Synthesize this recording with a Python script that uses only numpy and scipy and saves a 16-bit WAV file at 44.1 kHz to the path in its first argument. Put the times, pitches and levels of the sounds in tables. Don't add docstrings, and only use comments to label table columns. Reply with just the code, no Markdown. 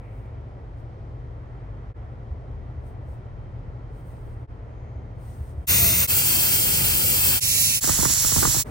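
import sys
import numpy as np
from scipy import signal
from scipy.fft import rfft, irfft, next_fast_len
from scipy.io import wavfile

SR = 44100
rng = np.random.default_rng(int(sys.argv[2]) if len(sys.argv) > 2 else 0)


def generate_wav(signal):
    frames = np.transpose(np.atleast_2d(signal))
    scaled = np.clip(frames, -1, 1) * 32767
    pcm = np.round(scaled).astype(np.int16)
    wavfile.write(sys.argv[1], SR, pcm)


N = 383669
TIME = np.arange(N) / SR

SILENCES_S = [1.937, 4.47, 5.669, 6.071, 7.403, 7.804, 8.637]
FADE_S = 0.033
CUTOFF_HZ = 15850

FIRING_HZ = 24.97
# multiple, cabin_level_db, outside_level_db
ENGINE_ORDERS = [(2, -43.5, -44), (3, -46, -45), (4, -49, -42.5), (5, -47.5, -43.5), (6, -61, -45.5)]
# pitch_hz, level_db
CABIN_HUMS = [(114.5, -43.5), (3128, -84.5)]
# frequency_hz, level_db_per_hz
CABIN_RUMBLE_COLOUR = [(20, -33.5), (40, -6.5), (130, -8), (160, -18.5), (300, -47), (1000, -120)]
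# time_s, level_db
CABIN_RUMBLE_LEVEL = [(0, -43), (.4, -42), (3.5, -39), (4.7, -39), (5.66, -37), (8.64, -52)]
# frequency_hz, level_db_per_hz
VENT_COLOUR = [(150, -9.5), (450, -11), (750, -15), (2150, -31), (2900, -40), (5000, -47.5), (8500, -57.5),
               (12000, -64.5), (15000, -72.5)]
# centre_hz, boost_db
DUCT_RINGS = [(1350.0, 4.5), (1960.0, 4.0), (3130.0, 3.5)]
VENT_DB, LAST_VENT_DB = -46, -36
# start_s, rise_s, level_db, centre_hz, width_ratio
AIRY_SWISHES = [(0.0, .04, -61.0, 2250.0, 1.7), (4.62, .22, -78.0, 6500.0, 1.12),
                (4.55, .3, -66.0, 2200.0, 1.7)]
SWISH_DECAY_S = 0.25
# full_level_at_s, hold_s, level_db
HISS_SWELLS = [(0.0, .26, -77), (.797, .005, -77), (2.867, .02, -69.5), (3.088, 0.053, -70),
               (3.955, 0.054, -71), (4.073, .05, -67), (4.15, 0.19, -70.5), (4.405, .015, -77),
               (5.23, 0.079, -60), (5.34, 0.17, -62.5), (5.58, 0.084, -69), (8.635, .06, -57)]
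# frequency_hz, level_db_per_hz
HISS_COLOUR = [(3000, -8), (7000, -7), (8900, 0), (11500, -6), (15600, -7.5)]
SWELL_RISE_DB_PER_S, SWELL_FALL_DB_PER_S = 279, 250
# start_s, envelope_peak_db
BODY_THUMPS = [(2.306, -25.5), (2.758, -27), (3.076, -25.5), (4.957, -25), (5.4, -22.5), (5.578, -24.5)]
THUMP_HZ, THUMP_RISE_S = 70, 0.012

# jet_start_db, jet_end_db, rumble_db
VALVE_LEVELS = [(-16.5, -18.5, -31.5), (-19.0, -19, -34.5), (-19, -19.5, -39.5), (-20.0, -20.5, -45)]
# frequency_hz, level_db_per_hz
JET_COLOURS = [
    [(500, -13), (1750, -14.5), (2000, -9), (2800, -5.5), (4800, -10.5), (6700, -4.5), (7900, -8),
     (11300, 0.5), (13800, 0), (15600, -1.5)],
    [(700, -13.5), (1900, -14), (3000, -4.5), (3900, -8.5), (6600, -9.5), (11000, -2.5), (13600, -3),
     (14900, -5.5), (15600, -4)],
    [(500, -19.5), (1400, -24), (2600, -8.5), (5900, -5.5), (8400, -5.5), (9700, -2), (11800, -5.5),
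     (15600, -5.5)],
    [(500, -21), (1800, -15.5), (2500, -15), (4000, -9), (7400, -1), (9500, -2), (11500, -7), (15600, -4)],
]
# centre_hz, boost_db
JET_PEAKS = [
    [],
    [(2420, -6.0), (3490, -9.0), (3890, -10.0), (15480, 4.0)],
    [(4880, -8.0)],
    [(7530, 2.0)],
]
PEAK_WIDTH = 0.032
# frequency_hz, level_db_per_hz
OUTSIDE_RUMBLE_COLOUR = [(20, -39), (45, -9.5), (90, 5), (130, 0), (280, -10.5), (500, -15.5), (900, -45),
                         (3000, -100)]
# pitch_hz, level_db
OUTSIDE_HUMS = [
    [(73.0, -32), (117.0, -38), (175.0, -39)],
    [(90.0, -46)],
    [],
    [],
]
WHEEL_ECHO_DB, ECHO_PEAK_S = -14.0, 0.0012
RIPPLE_DB, RIPPLE_CHANGES_PER_S = -13.0, 9.0
# start_s, end_s, from_hz, to_hz, level_db
SOFT_FALL = (5.79, 5.95, 695.0, 635.0, -40.0)
# from_hz, to_hz, level_db, width_ratio
CLIMBING_BAND = (6800, 7450, -30, 1.07)

# start_s, snap_db, wobble_peak_db
JET_EDDIES = [(7.842, -14.5, -35), (7.876, -19, -31), (7.894, -8.5, -24.5), (7.987, -19, -21.5),
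              (8.0, -20, -34), (8.031, -14.5, -34), (8.054, -9.5, -23.5), (8.1, -17.5, -31.5),
              (8.247, -16, -28), (8.321, -16.5, -32), (8.363, -14.5, -22.5), (8.38, -19, -24),
              (8.391, -23.5, -29), (8.43, -6.5, -34), (8.453, -7.5, -25.5), (8.473, -15, -25.5),
              (8.547, -15.5, -33), (8.567, -19, -27.5)]
SNAP_RISE_S, SNAP_DECAY_S, WOBBLE_RISE_S = 0.00047, 0.0016, 0.0092
WOBBLE_HZ, SNAP_EXTRA_HZ = 53.2, 1662
SLOWING_S, SLOWING_SPREAD_DB = 0.003044, 4.64
STIR_DB, STIR_S = -10, 0.0047
# frequency_hz, level_db_per_hz
STIRRED_COLOUR = [(100, -9), (400, 6), (1200, 3.5), (2000, -5), (3000, -42)]
WAKE_DB, WAKE_RISE_S = -5.5, 0.019
# frequency_hz, level_db_per_hz
LUMPY_WAKE_COLOUR = [(80, -1), (300, -11.5), (700, -25)]

# frequency_hz, left_minus_right_db, likeness_0_to_1
PAIR_CABIN = [(40, 1.5, 0.88), (500, 2.5, 0.85), (1020, 2, 0.35), (1700, -5.5, 0.35), (1900, -1, .45),
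              (7000, 5.5, 0.3), (8700, -.5, 0.93), (10800, 0, 0.99)]
# frequency_hz, left_minus_right_db, likeness_0_to_1
PAIR_FIRST = [(60, 1.5, 0.88), (1400, 0.5, 0.35), (1900, 0, 0.88), (3100, 0, 0.9), (3800, 2.5, 0.4),
              (4300, 0, 0.92), (6000, 1, 0.85), (7700, 3, 0.55), (11300, 0, 1), (14500, 0, .96)]
# frequency_hz, left_minus_right_db, likeness_0_to_1
PAIR_SECOND = [(60, 1.5, .8), (1300, 3, .3), (2600, -4, .45), (2950, 0, .99), (3300, 1, .6), (3900, 0, .92),
               (5700, 1, .2), (7200, 1, .85), (8500, 2, .25)] + PAIR_FIRST[-2:]
# frequency_hz, left_minus_right_db, likeness_0_to_1
PAIR_THIRD = [(60, -6, 0.7), (1000, 0, 0.2), (2300, 7, 0.45), (3200, 0, 1), (3600, 0, .99), (4000, -1, .2),
              (5800, -9.5, 0.6), (7600, -5, 0.75), (13400, 0, 1)]
# frequency_hz, left_minus_right_db, likeness_0_to_1
PAIR_FOURTH = [(1760, -4, 0.6), (2600, -1, 0.35), (3800, -1, 0.88), (4900, -5.5, 0.3), (6900, -9, 0.65),
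               (7600, -6, .92), (9400, .5, 0.99), (10700, -1, 0.7), (13400, 0, 1)]
# frequency_hz, left_minus_right_db, likeness_0_to_1
PAIR_EDDY = [(60, -17.5, 0.78), (317, -15, 0.79), (564, 1, 1), (1600, -3.5, 0.27)]
# frequency_hz, lead_half_turns
LEAD_CABIN = [(0, 0), (1650, -.95), (1850, -.1), (6900, -.3), (7700, -1.1), (8000, -2), (9000, -2),
              (10700, -1), (12000, -1), (13500, 0)]
# frequency_hz, lead_half_turns
LEAD_FIRST = [(0, 0), (2500, -.1), (2950, -1), (3850, -1), (4050, -2), (6300, -2.1), (7650, -3), (7900, -2),
              (11100, -1), (11600, -1), (14300, 0), (15800, .3)]
# frequency_hz, lead_half_turns
LEAD_SECOND = [(0, 0), (1300, -.7), (2500, -.4), (2950, -1),
               (3400, -1.3)] + LEAD_FIRST[3:5] + [(5900, -2.1), (6600, -2.6), (7200, -2)] + LEAD_FIRST[7:]
# frequency_hz, lead_half_turns
LEAD_LATER = [(1700, -.2), (2900, -1), (3250, 0), (6800, .6), (7700, .1), (8200, .6), (9400, 1), (10500, 0),
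              (11500, 0), (13200, -1), (13700, -1), (15300, -2)]
# frequency_hz, lead_half_turns
LEAD_THIRD = [(0, 0), (2500, .2), (2950, 1), (3650, 1), (5000, 2), (5800, 2.8),
              (7500, 2)] + [(hz, half + 2) for hz, half in LEAD_LATER[5:]]
# frequency_hz, lead_half_turns
LEAD_EDDY = [(0, .3), (300, .5), (600, 1), (1200, 1.75), (1600, 1.75)]

CABIN_PAIR = (PAIR_CABIN, LEAD_CABIN)
VALVE_PAIRS = [(PAIR_FIRST, LEAD_FIRST), (PAIR_SECOND, LEAD_SECOND),
               (PAIR_THIRD, LEAD_THIRD), (PAIR_FOURTH, LEAD_LATER)]
EDDY_PAIR = (PAIR_EDDY, LEAD_EDDY)


def amp(db):
    return 10 ** (np.asarray(db) / 20)


def at_hz(points, hz):
    table_hz, *columns = np.transpose(points)
    return [np.interp(np.log(hz + 1), np.log(table_hz), column) for column in columns]


def between(start_s, end_s):
    return slice(round(start_s * SR), min(round(end_s * SR), N))


def hump(t, rise_s):
    return t / rise_s * np.exp(1 - t / rise_s)


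def drift(n, rate):
    knots = rng.standard_normal(int(n / SR * 60) + 3)
    return np.interp(np.arange(n) * min(rate, 60) / SR, np.arange(len(knots)), knots)


def heard_by_pair(shared, own, pair):
    balance, phase = pair
    hz = np.linspace(0, SR / 2, len(shared))
    tilt_db, alike = at_hz(balance, hz)
    alike = np.clip(alike, 0, 1)
    lead = np.pi * np.interp(hz, *np.transpose(phase))
    right = alike * np.exp(1j * lead) * shared + np.sqrt(1 - alike ** 2) * own
    return np.array([amp(tilt_db / 2) * shared, amp(-tilt_db / 2) * right])


def noise(n, spectrum, pair, patchy_db, rate, peaks=(), echoes=False):
    m = 2 * next_fast_len(n // 2 + 1)
    hz = np.linspace(0, SR / 2, m // 2 + 1)
    both = heard_by_pair(*rfft(rng.standard_normal((2, m))), pair)
    both = both * amp(at_hz(spectrum, hz)[0])
    boost_db = sum(db / (1 + (2 * (hz / peak_hz - 1) / PEAK_WIDTH) ** 2) for peak_hz, db in peaks)
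    both = both * amp(boost_db)
    if echoes:
        both = both * wheel_echoes(m)
    both = both * (hz > 20) * (hz < CUTOFF_HZ)
    out = 0
    together = drift(n, rate / 4)
    place = np.clip(np.log2(hz / 60 + 1e-9) / 1.6, 0, 5)
    for k in range(6):
        band = irfft(both * np.clip(1 - abs(place - k), 0, 1), m)[:, :n]
        out = out + band * amp(patchy_db * (0.4 * together + drift(n, rate)))
    return out / np.sqrt(np.mean(out ** 2))


def hums(n, tones, waver_db):
    t = np.arange(n) / SR
    out = 0
    for hz, db in tones:
        level = np.sqrt(2) * amp(db + waver_db * drift(n, 5.08))
        out = out + level * np.sin(2 * np.pi * (hz * t + rng.random()))
    return out


def engine(n, column):
    return hums(n, [(row[0] * FIRING_HZ, row[column]) for row in ENGINE_ORDERS], waver_db=3.0)


def cabin_rumble():
    level = amp(np.interp(TIME, *np.transpose(CABIN_RUMBLE_LEVEL)))
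    return level * noise(N, CABIN_RUMBLE_COLOUR, CABIN_PAIR, patchy_db=2.0, rate=6.5)


def vents():
    level = amp(np.where(TIME > SILENCES_S[-1], LAST_VENT_DB, VENT_DB))
    return level * noise(N, VENT_COLOUR, CABIN_PAIR, patchy_db=0.7, rate=3.0, peaks=DUCT_RINGS)


def swishes():
    out = np.zeros((2, N))
    t = TIME[:SR]
    for start_s, rise_s, db, hz, ratio in AIRY_SWISHES:
        start = round(start_s * SR)
        colour = [(hz / ratio, -20), (hz, 0), (hz * ratio, -30), (hz * ratio * 2, -90)]
        air = noise(SR, colour, CABIN_PAIR, patchy_db=1.0, rate=13.0)
        shape = np.minimum(t / rise_s, np.exp((rise_s - t) / SWISH_DECAY_S))
        out[:, start:start + SR] += amp(db) * shape * air
    return out


def hiss_swells():
    power = 0
    for full_s, hold_s, db in HISS_SWELLS:
        early = np.clip(full_s - TIME, 0, None)
        late = np.clip(TIME - full_s - hold_s, 0, None)
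        power = power + amp(db - SWELL_RISE_DB_PER_S * early - SWELL_FALL_DB_PER_S * late) ** 2
    return np.sqrt(power) * noise(N, HISS_COLOUR, CABIN_PAIR, patchy_db=2.0, rate=12.0)


def thumps():
    out = np.zeros(N)
    for start_s, db in BODY_THUMPS:
        t = np.clip(TIME - start_s, 0, None)
        out += amp(db) * hump(t, THUMP_RISE_S) * np.sin(2 * np.pi * THUMP_HZ * t)
    return out


def cabin():
    out = cabin_rumble() + vents() + engine(N, column=1) + hums(N, CABIN_HUMS, waver_db=0.5)
    out = out + swishes() + hiss_swells() + thumps()
    return out * ((TIME < SILENCES_S[2]) | (TIME > SILENCES_S[-1]))


def spray():
    taps = rng.standard_normal(512) * hump(TIME[:512], ECHO_PEAK_S)
    return taps / np.sqrt(np.sum(taps ** 2))


def wheel_echoes(m):
    return 1 + amp(WHEEL_ECHO_DB) * rfft(spray(), m)


def shifting_ripples(jet):
    n = jet.shape[1]
    echoes = signal.fftconvolve(jet, spray()[None])[:, :n]
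    return amp(RIPPLE_DB) * drift(n, RIPPLE_CHANGES_PER_S) * echoes


def valve_jet(n, k):
    start_db, end_db, _ = VALVE_LEVELS[k]
    air = noise(n, JET_COLOURS[k], VALVE_PAIRS[k], patchy_db=1.13, rate=25.43,
                peaks=JET_PEAKS[k], echoes=True)
    jet = amp(np.linspace(start_db, end_db, n)) * air
    return jet + shifting_ripples(jet)


def outside_idle(n, k):
    rumble = noise(n, OUTSIDE_RUMBLE_COLOUR, VALVE_PAIRS[0], patchy_db=3.0, rate=10.58)
    rumble = amp(VALVE_LEVELS[k][2]) * rumble
    return rumble + engine(n, column=2) + hums(n, OUTSIDE_HUMS[k], waver_db=0.5)


def valves():
    out = np.zeros((2, N))
    for k in range(len(VALVE_LEVELS)):
        span = between(SILENCES_S[k + 2], SILENCES_S[k + 3])
        n = len(TIME[span])
        out[:, span] = valve_jet(n, k) + outside_idle(n, k)
    out[:, span] += gliding_band(n, VALVE_PAIRS[-1])
    return out


def falling_tone():
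    start_s, end_s, from_hz, to_hz, db = SOFT_FALL
    part = np.clip((TIME - start_s) / (end_s - start_s), 0, 1)
    turns = np.cumsum(from_hz + (to_hz - from_hz) * part) / SR
    shape = np.sqrt(2 * np.sin(np.pi * part) + 1e-12)
    return amp(db) * shape * np.sin(2 * np.pi * turns)


def gliding_band(n, pair):
    from_hz, to_hz, db, ratio = CLIMBING_BAND
    colour = [(from_hz / ratio, -20), (from_hz, 0), (from_hz * ratio, -20)]
    band = noise(n, colour, pair, patchy_db=2.0, rate=10.0)
    turns = np.cumsum(np.linspace(0, to_hz - from_hz, n)) / SR
    return amp(db) * np.real(signal.hilbert(band) * np.exp(2j * np.pi * turns))


def buffeting():
    span = between(SILENCES_S[5], SILENCES_S[6])
    time = TIME[span]
    n = len(time)
    hits, stirred, wake_power = 0, 0, 0
    for (start_s, snap_db, wobble_db), (phase, size) in zip(JET_EDDIES, rng.random((len(JET_EDDIES), 2))):
        t = np.clip(time - start_s, 0, None)
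        slowing_s = SLOWING_S * amp(SLOWING_SPREAD_DB * (size - 0.5))
        extra_turns = SNAP_EXTRA_HZ * slowing_s * (1 - 1 / np.sqrt(1 + 2 * t / slowing_s))
        turns = WOBBLE_HZ * t + extra_turns
        shape = amp(snap_db) * np.exp(-t / SNAP_DECAY_S) + amp(wobble_db) * hump(t, WOBBLE_RISE_S)
        onset = np.minimum(t / SNAP_RISE_S, 1)
        hits = hits + onset * shape * np.sin(2 * np.pi * (turns + phase))
        distance_s = abs(time - start_s - SNAP_DECAY_S)
        stirred = stirred + amp(snap_db + STIR_DB) * np.exp(-distance_s / STIR_S)
        wake_power = wake_power + (amp(wobble_db + WAKE_DB) * hump(t, WAKE_RISE_S)) ** 2
    m = 2 * next_fast_len(n)
    out = irfft(heard_by_pair(rfft(hits, m), 0, EDDY_PAIR), m)[:, :n]
    out += stirred * noise(n, STIRRED_COLOUR, EDDY_PAIR, patchy_db=2.0, rate=54.0)
    out += np.sqrt(wake_power) * noise(n, LUMPY_WAKE_COLOUR, EDDY_PAIR, patchy_db=0.5, rate=42.0)
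    full = np.zeros((2, N))
    full[:, span] = out
    return full


def scene():
    gap_s = np.min(abs(TIME - np.array(SILENCES_S)[:, None]), axis=0)
    fade = np.clip(gap_s / FADE_S, 0, 1) ** 0.95
    return (cabin() + valves() + falling_tone() + buffeting()) * fade


def record(dry):
    low_pass = signal.ellip(12, 0.5, 70, CUTOFF_HZ, fs=SR, output="sos")
    return signal.sosfilt(low_pass, dry)


dry = scene()
out = record(dry)
generate_wav(out)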